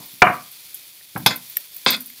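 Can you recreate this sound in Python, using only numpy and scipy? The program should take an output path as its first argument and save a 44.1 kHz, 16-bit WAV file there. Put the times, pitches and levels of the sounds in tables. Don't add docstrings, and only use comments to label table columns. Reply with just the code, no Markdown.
import sys
import numpy as np
from scipy import signal
from scipy.fft import rfft, irfft
from scipy.io import wavfile

SR = 44100
rng = np.random.default_rng(int(sys.argv[2]) if len(sys.argv) > 2 else 0)


def attenuation_scalar(level_db):
    decades = np.asarray(level_db, float) / 20
    return 10 ** decades


def dump_mix(stems):
    frames = np.atleast_2d(stems).T
    limited = np.clip(frames, -1, 1)
    pcm = np.round(limited * 32767).astype(np.int16)
    wavfile.write(sys.argv[1], SR, pcm)


N = 97020


def rms_one(x):
    return x / np.sqrt(np.mean(x ** 2) + 1e-20)


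def curve(rows):
    return np.interp(np.arange(N) / SR, *np.transpose(rows))


def at_hz(points, hz):
    f, value = np.transpose(points)
    return np.interp(np.log(hz + 1), np.log(f), value)


def drift(rate):
    r = np.exp(-80 * np.pi * rate / SR)
    slow = signal.lfilter([1], [1, -2 * r, r * r], rng.standard_normal(N // 40 + 2002))[2000:]
    return np.interp(np.arange(N) / 40, np.arange(len(slow)), rms_one(slow))


def ring(x, hz, t60):
    r, w = attenuation_scalar(-60 / (t60 * SR)), 2 * np.pi * hz / SR
    return signal.lfilter([0, np.sin(w)], [1, -2 * r * np.cos(w), r * r], x + 1e-18)


def colour(x, spectrum):
    gain = attenuation_scalar(at_hz(spectrum, np.fft.rfftfreq(N, 1 / SR)))
    return rms_one(irfft(rfft(x) * gain, N))


def grains(rate, spread):
    sizes = attenuation_scalar(spread * np.minimum(rng.exponential(1, N), 5)) * rng.choice([-1, 1], N)
    return rms_one(sizes * (rng.random(N) < rate / SR))


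def clicks(rows):
    out = np.zeros(N)
    out[[int(s * SR) for s, _ in rows]] = [attenuation_scalar(db) for _, db in rows]
    return out


def burst(s, t60, rise=0.00063):
    t = np.maximum(np.arange(N) / SR - s, 0)
    fall_db = -60 * np.maximum(t - rise, 0) / t60
    return np.minimum(t / rise, 1) ** 2 * attenuation_scalar(np.maximum(fall_db, -300))


def hollow(rows):
    out = np.zeros(N)
    for s, hz, db, t60, dying in rows:
        out += attenuation_scalar(db) * burst(s, dying, 0.00059) * rms_one(ring(rng.standard_normal(N), hz, t60))
    return out


def pan():
    # t/s, level/dB, rattle t60/s, brightness/dB, blade ring/dB
    hits = [
        (1.2615, -1.5, 0.08, -1.5, -7),
        (1.307, -15.5, 0.16, -4.5, -22),
        (1.862, -2.5, 0.065, -3, -36),
        (1.879, -23.5, 0.12, 6, -23),
    ]
    # t/s, level/dB
    scrape = [(1.871, -21), (1.89, -13.5), (1.905, -20), (1.925, -12.5), (1.948, -12.5), (1.958, -28),
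              (1.99, -57.5)]
    # f/Hz, level/dB, t60/s
    pan_modes = [(975, -12, 0.28), (1536, -7.5, 0.024), (2073, -6.5, 0.025), (2565, -4, 0.17),
                 (3390, 0, 0.079), (3449, 3, 0.038), (4287, -6.5, 5.0), (4880, -3.5, 0.013)]
    # f/Hz, level/dB
    pan_skin = [(200, -29), (500, -4), (900, -11.5), (2500, 3.5), (3000, -6), (3500, 8.5), (5150, 2),
                (5700, -27.5)]
    # f/Hz, level/dB, t60/s
    blade_modes = [(6220, -1, 0.014), (6970, 0.5, 0.0086), (8400, -6, 0.0061), (9945, -5.5, 0.022),
                   (10800, -9, 0.0082), (12400, 5, 0.0075), (13600, -11, 0.0074), (15200, -14.5, 0.011)]
    # f/Hz, level/dB, t60/s
    drag_modes = [(6100, -6, 0.033), (6980, -0.5, 0.015), (8260, -3, 0.035), (9300, -18, 0.014),
                  (11000, -12, .012), (13100, -12, 0.012)]
    scrape_db, scrape_blade_db, skin_db = -7, -11.5, -5
    longest_s = .022
    grain_s = .0015

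    rub = signal.lfilter([1], [1, -np.exp(-1 / (grain_s * SR))], abs(grains(12000, spread=1.0)))
    first, last = scrape[0][0], scrape[-1][0]
    pressure_db = curve([(first - .008, -120)] + scrape + [(last + 0.048, -80)])
    drag = attenuation_scalar(scrape_db + pressure_db) * rms_one(rub)
    low = drag + sum(attenuation_scalar(db - tilt_db) * burst(s, t60) for s, db, t60, tilt_db, _ in hits)
    high = drag + sum(attenuation_scalar(db + tilt_db) * burst(s, t60) for s, db, t60, tilt_db, _ in hits)
    top = sum(attenuation_scalar(db + top_db) * burst(s, .45 * t60) for s, db, t60, _, top_db in hits)

    def struck(noise):
        dull = signal.sosfilt(signal.butter(2, 1800, fs=SR, output="sos"), noise)
        return low * dull + high * (noise - dull)

    drive = struck(rng.standard_normal(N))
    body, blade = np.zeros(N), np.zeros(N)
    for k, (hz, db, t60) in enumerate(pan_modes):
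        body += attenuation_scalar(db - 26.0) * ring(drive, hz, min(t60, longest_s)) * (-1) ** k
    for hz, db, t60 in blade_modes:
        blade += attenuation_scalar(db - 20.5) * ring(top * rng.standard_normal(N), hz, t60)
    dragging = drag > attenuation_scalar(-70)
    for hz, db, t60 in drag_modes:
        blade += attenuation_scalar(db - 24 + scrape_blade_db) * ring(drive * dragging, hz, t60)
    blade = signal.sosfilt(signal.butter(2, 5000, "high", fs=SR, output="sos"), blade)
    skin = struck(colour(rng.standard_normal(N), pan_skin))
    return body + blade + attenuation_scalar(skin_db) * skin


def touches():
    # t/s, level/dB
    contacts = [
        (1.2617, 1),
        (1.8628, 2),
        (1.8995, -14),
    ]
    return -ring(clicks(contacts), 2477, .0012)


def board():
    # t/s, level/dB, rattle t60/s, ringing/dB
    knocks = [
        (0.323, -34.5, 0.31, -10.5),
        (0.2189, 0, 0.058, -7),
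        (0.249, -22, 0.065, -6),
        (0.267, -10.5, 0.11, -16.5),
        (0.3, -26, 0.08, -8.5),
        (1.1605, -23, 0.044, -46),
    ]
    # f/Hz, level/dB, t60/s
    wood_modes = [(590.5, -19, 1), (725, 6, 0.99), (988, 5.5, 0.54), (1021, 0.5, 0.44), (1080, 0, 0.99),
                  (1234, -5, 1), (1314, -6.5, 0.85), (1400, -17, 0.29), (1480, 3, 0.2), (1650, -4.5, 0.92),
                  (1922, -5.5, 0.32), (1969, -6, 0.2), (2350, 16, 0.15), (2830, 3.5, 0.14)]
    # f/Hz, level/dB
    wood_skin = [(180, -59), (300, -15.5), (430, -25), (704, -9.5), (1390, -5.5), (1550, -2.5),
                 (2420, -12.5), (3300, -32), (4290, -49.5), (7260, -120)]
    damp, cut_hz, crack_db = .14, 3470, -1.5

    rattle = sum(attenuation_scalar(db + ring_db) * burst(s, t60) for s, db, t60, ring_db in knocks)
    drive = rattle * rng.standard_normal(N)
    body = sum(attenuation_scalar(db - 27.5) * ring(drive, hz, damp * t60) for hz, db, t60 in wood_modes)
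    crack = sum(attenuation_scalar(db) * burst(s, t60) for s, db, t60, _ in knocks)
    crack = crack * colour(rng.standard_normal(N), [(100, -42.5)] + wood_skin)
    dull = signal.cheby2(8, 50, cut_hz * 1.09, fs=SR, output="sos")
    return signal.sosfilt(dull, body + attenuation_scalar(crack_db) * crack)


def after_rings():
    # t/s, f/Hz, level/dB, ring t60/s, dying t60/s
    bodies = [
        (0.2223, 1172, -16.5, 0.028, 0.33),
        (0.2195, 692, -28, 0.022, 0.18),
        (1.164, 870, -27.5, 0.0083, 0.092),
        (1.262, 875, -15, .025, 0.063),
        (1.864, 953, -12, 0.015, 0.066),
        (1.863, 245, -31, 0.1, 0.44),
        (1.931, 2220, -24.5, 0.031, 0.055),
    ]
    return hollow(bodies)


def stove():
    # t/s, level/dB
    thuds = [(0.001, -40.5), (0.132, -48), (0.2212, -26), (0.264, -28), (0.296, -29), (1.155, -25),
             (1.174, -31), (1.196, -30), (1.235, -34), (1.26, -21.5), (1.864, -25), (1.929, -38.5)]
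    # f/Hz, level/dB, t60/s
    stove_modes = [(109.3, -25.5, 0.058), (159, 4, 0.064), (245, -9, 0.3), (299.4, -9, 0.25)]
    out = np.zeros(N)
    chance_db = rng.normal(0, 0.77, (len(thuds), len(stove_modes)))
    for k, (hz, mode_db, t60) in enumerate(stove_modes):
        pushes = [(s, db + mode_db + c) for (s, db), c in zip(thuds, chance_db[:, k])]
        out += ring(clicks(pushes), hz, t60) * (-1) ** k
    return out


def spits():
    # t/s, peak level/dB, pitch f/Hz, low body/dB, t60/s
    drops = [(0.0581, -27, 15500, -39.5, 0.018), (0.128, -32, 15500, -26, 0.025),
             (0.513, -30, 11460, -31, 0.022), (0.743, -19, 11310, -55, 0.022),
             (1.1763, -19, 14600, -18, 0.014), (1.2016, -25, 12400, -13, 0.04),
             (1.3583, -19.5, 11250, -30, 0.028), (1.481, -33, 15030, -25, 0.026),
             (1.4968, -22, 13600, -20, 0.019), (1.5705, -17, 12200, -30, 0.026),
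             (1.655, -31, 13700, -23, 0.028), (1.7433, -25, 13700, -22.5, 0.021),
             (1.7626, -19.5, 15200, -32, 0.019), (1.8456, -31, 13700, -32, 0.02),
             (1.9036, -7, 11300, -44, 0.02), (1.9632, -26, 13360, -31, 0.022),
             (2.005, -24, 14800, -28, 0.025), (2.058, -20, 11300, -37, 0.022),
             (2.1, -25.5, 13900, -25, 0.014)]
    # f/Hz, level/dB, t60/s
    woken = [(1850, -4, .005), (3500, -14, .003), (5700, -7, .005), (8000, -12, .002)]
    glints_hz = [11300, 13510, 13700, 14600, 15350]
    rise_s, ring_s, tail_s = .003, .01, .08
    wide_db, tail_db, glint_spread_db = -13, -17, 8

    out, white = np.zeros(N), rng.standard_normal(N)
    bright = signal.sosfilt(signal.butter(4, [10500, 15800], "band", fs=SR, output="sos"), white)
    glints = np.array([rms_one(ring(white, hz, ring_s)) for hz in glints_hz])
    low = sum(attenuation_scalar(db) * rms_one(ring(white, hz, t60)) for hz, db, t60 in woken)
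    chance = rng.normal(0, 1, (len(drops), len(glints)))
    for (s, db, hz, low_db, t60), c in zip(drops, chance):
        puff = attenuation_scalar(db - 6) * burst(s - .001, t60, rise_s)
        fizz = attenuation_scalar(db - 0.5 + tail_db) * burst(s, tail_s, rise_s)
        wide = bright + attenuation_scalar(glint_spread_db * c - 4.5) @ glints
        out += attenuation_scalar(-19.5) * ring(puff * white, hz, ring_s)
        out += (puff + fizz) * attenuation_scalar(wide_db) * wide
        out += puff * attenuation_scalar(low_db) * low
    return signal.sosfilt(signal.butter(4, 1400, "high", fs=SR, output="sos"), out)


def snaps():
    # t/s, level/dB
    cracks = [
        (1.5683, -11),
        (1.5692, -10),
        (1.5699, -8.5),
        (1.5705, -7.5),
        (1.5735, -22),
        (1.5765, -21),
    ]
    # f/Hz, level/dB, t60/s
    snap_modes = [(607, -28, 0.0094), (1170, -32, 0.013), (1820, -18.5, 0.012), (2130, -15.5, 0.0091),
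                  (2780, -21, 0.012), (3800, -20.5, 0.0076), (5550, -20, 0.013), (7810, -17, .007),
                  (9900, -18, 0.0048), (11650, -2, 0.0055), (11900, 4, 0.0052), (13020, 0, 0.0052),
                  (14200, -10, .005), (14950, -9, .006)]
    out = np.zeros(N)
    for k, (hz, db, t60) in enumerate(snap_modes):
        out += attenuation_scalar(db) * ring(clicks(cracks), hz, t60) * (-1) ** k
    return out


def sizzle():
    # t/s, level/dB
    heat = [(0.0, -39.5), (0.32, -40), (0.87, -41), (0.99, -43.5), (1.21, -42), (1.36, -39), (1.79, -41),
            (1.97, -41.5), (2.2, -40)]
    # f/Hz, level/dB
    frying = [(1200, -53), (2000, -10.5), (5000, 4.5), (6500, 0), (8200, -1.5), (10500, 3), (14500, 3),
              (16000, 4)]
    # f/Hz, width/Hz, level/dB
    rim = [(2540, 450, -22.5), (3660, 600, -18.5), (4606, 1100, -15.5)]
    pops_per_s, spread_db, clump_db, pop_share = 8100, 3.0, 2.0, .6

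    pops = grains(pops_per_s * attenuation_scalar(clump_db * drift(21)), spread_db)
    fizz = pop_share * pops + (1 - pop_share) * rng.standard_normal(N)
    tone = colour(fizz, frying)
    for hz, width, db in rim:
        tone = tone + attenuation_scalar(db) * rms_one(ring(fizz, hz, 3.1 / width))
    return attenuation_scalar(curve(heat) + .7 * drift(14)) * rms_one(tone)


def more_rings():
    # t/s, f/Hz, level/dB, ring t60/s, dying t60/s
    specks = [(0.235, 2830, -26, 0.05, 0.21), (0.297, 700, -19.5, 0.03, 0.11),
              (0.33, 1167, -30, 0.0147, 0.29), (1.01, 1940, -46, 0.0071, 0.025),
              (1.178, 12600, -40, .012, .05), (1.262, 5250, -17, 0.014, 0.11),
              (1.262, 3505, -5, 0.041, 0.04), (1.305, 7000, -33, 0.014, 0.093),
              (1.359, 13700, -29, .008, .03), (1.361, 11420, -31, .015, 0.053),
              (1.575, 13100, -34.5, 0.0085, 0.049), (1.6, 15200, -36, .008, .08),
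              (1.905, 12300, -15, 0.0067, 0.033), (1.935, 1420, -29.5, 0.04, 0.15),
              (2.002, 13900, -36, .008, .04), (2.02, 14600, -36, .01, .06), (2.062, 14200, -37, .01, .04),
              (2.07, 14900, -38.5, .01, 0.067), (2.1, 2120, -43.5, 0.0095, .03),
              (0.001, 1020, -47.5, 0.0087, 0.33), (0.001, 620, -51.5, .008, 0.3),
              (0.222, 560, -20, .02, 0.12), (0.3, 1950, -41, .01, .2), (1.162, 900, -29, 0.0081, .06),
              (1.155, 135, -30, 0.067, 0.093), (1.262, 875, -19, 0.036, 0.066),
              (1.878, 4700, -17.5, 0.022, 0.19), (2.102, 13900, -42, 0.01, .04),
              (1.569, 590, -52.5, 0.026, 0.14)]
    return hollow(specks)


def room_air():
    # f/Hz, level/dB
    rumble = [(18, -30), (40, 10), (92, 1), (204, -4), (230, -26.5), (316, -2), (650, -26), (2000, -16.5),
              (2600, -31), (4400, -120)]
    return attenuation_scalar(-65.5) * colour(rng.standard_normal(N), rumble)


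def kitchen(x):
    # f/Hz, t60/s
    room_t60 = [(100, 0.35), (500, 0.24), (1200, 0.21), (3000, 0.12), (8000, 0.18), (16000, 0.093)]
    gap_s = 0.00077
    t, echo = np.arange(SR // 2) / SR, 0
    edges = 62 * 2. ** np.arange(0, 8.1, .5)
    for low, high in zip(edges, edges[1:]):
        sos = signal.butter(2, [low, high], "band", fs=SR, output="sos")
        band = signal.sosfilt(sos, rng.standard_normal(len(t)))
        echo = echo + band * attenuation_scalar(-60 * t / at_hz(room_t60, np.sqrt(low * high)))
    echo = echo * (t > gap_s)
    return signal.fftconvolve(x, echo / np.sqrt(np.sum(echo ** 2)))[:N]


def scene():
    room_db, spit_room_db, snap_room_db = -9.5, 4, -9
    blows = pan() + touches() + board() + after_rings() + stove()
    drops, big_spit = spits(), snaps()
    sent = blows + attenuation_scalar(spit_room_db) * drops + attenuation_scalar(snap_room_db) * big_spit
    room = attenuation_scalar(room_db) * kitchen(sent)
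    return (blows + drops + big_spit + room + sizzle() + more_rings() + room_air())[None]


def roll_off(x):
    return signal.sosfilt(signal.butter(12, 16660, fs=SR, output="sos"), x)


def record(dry):
    x = signal.sosfilt(signal.butter(4, 95, "high", fs=SR, output="sos"), dry)
    x = signal.sosfilt(signal.cheby2(14, 60, 16250, fs=SR, output="sos"), x)
    return roll_off(np.clip(x, -1.0, 1.0))


dry = scene()
out = record(dry)
dump_mix(out)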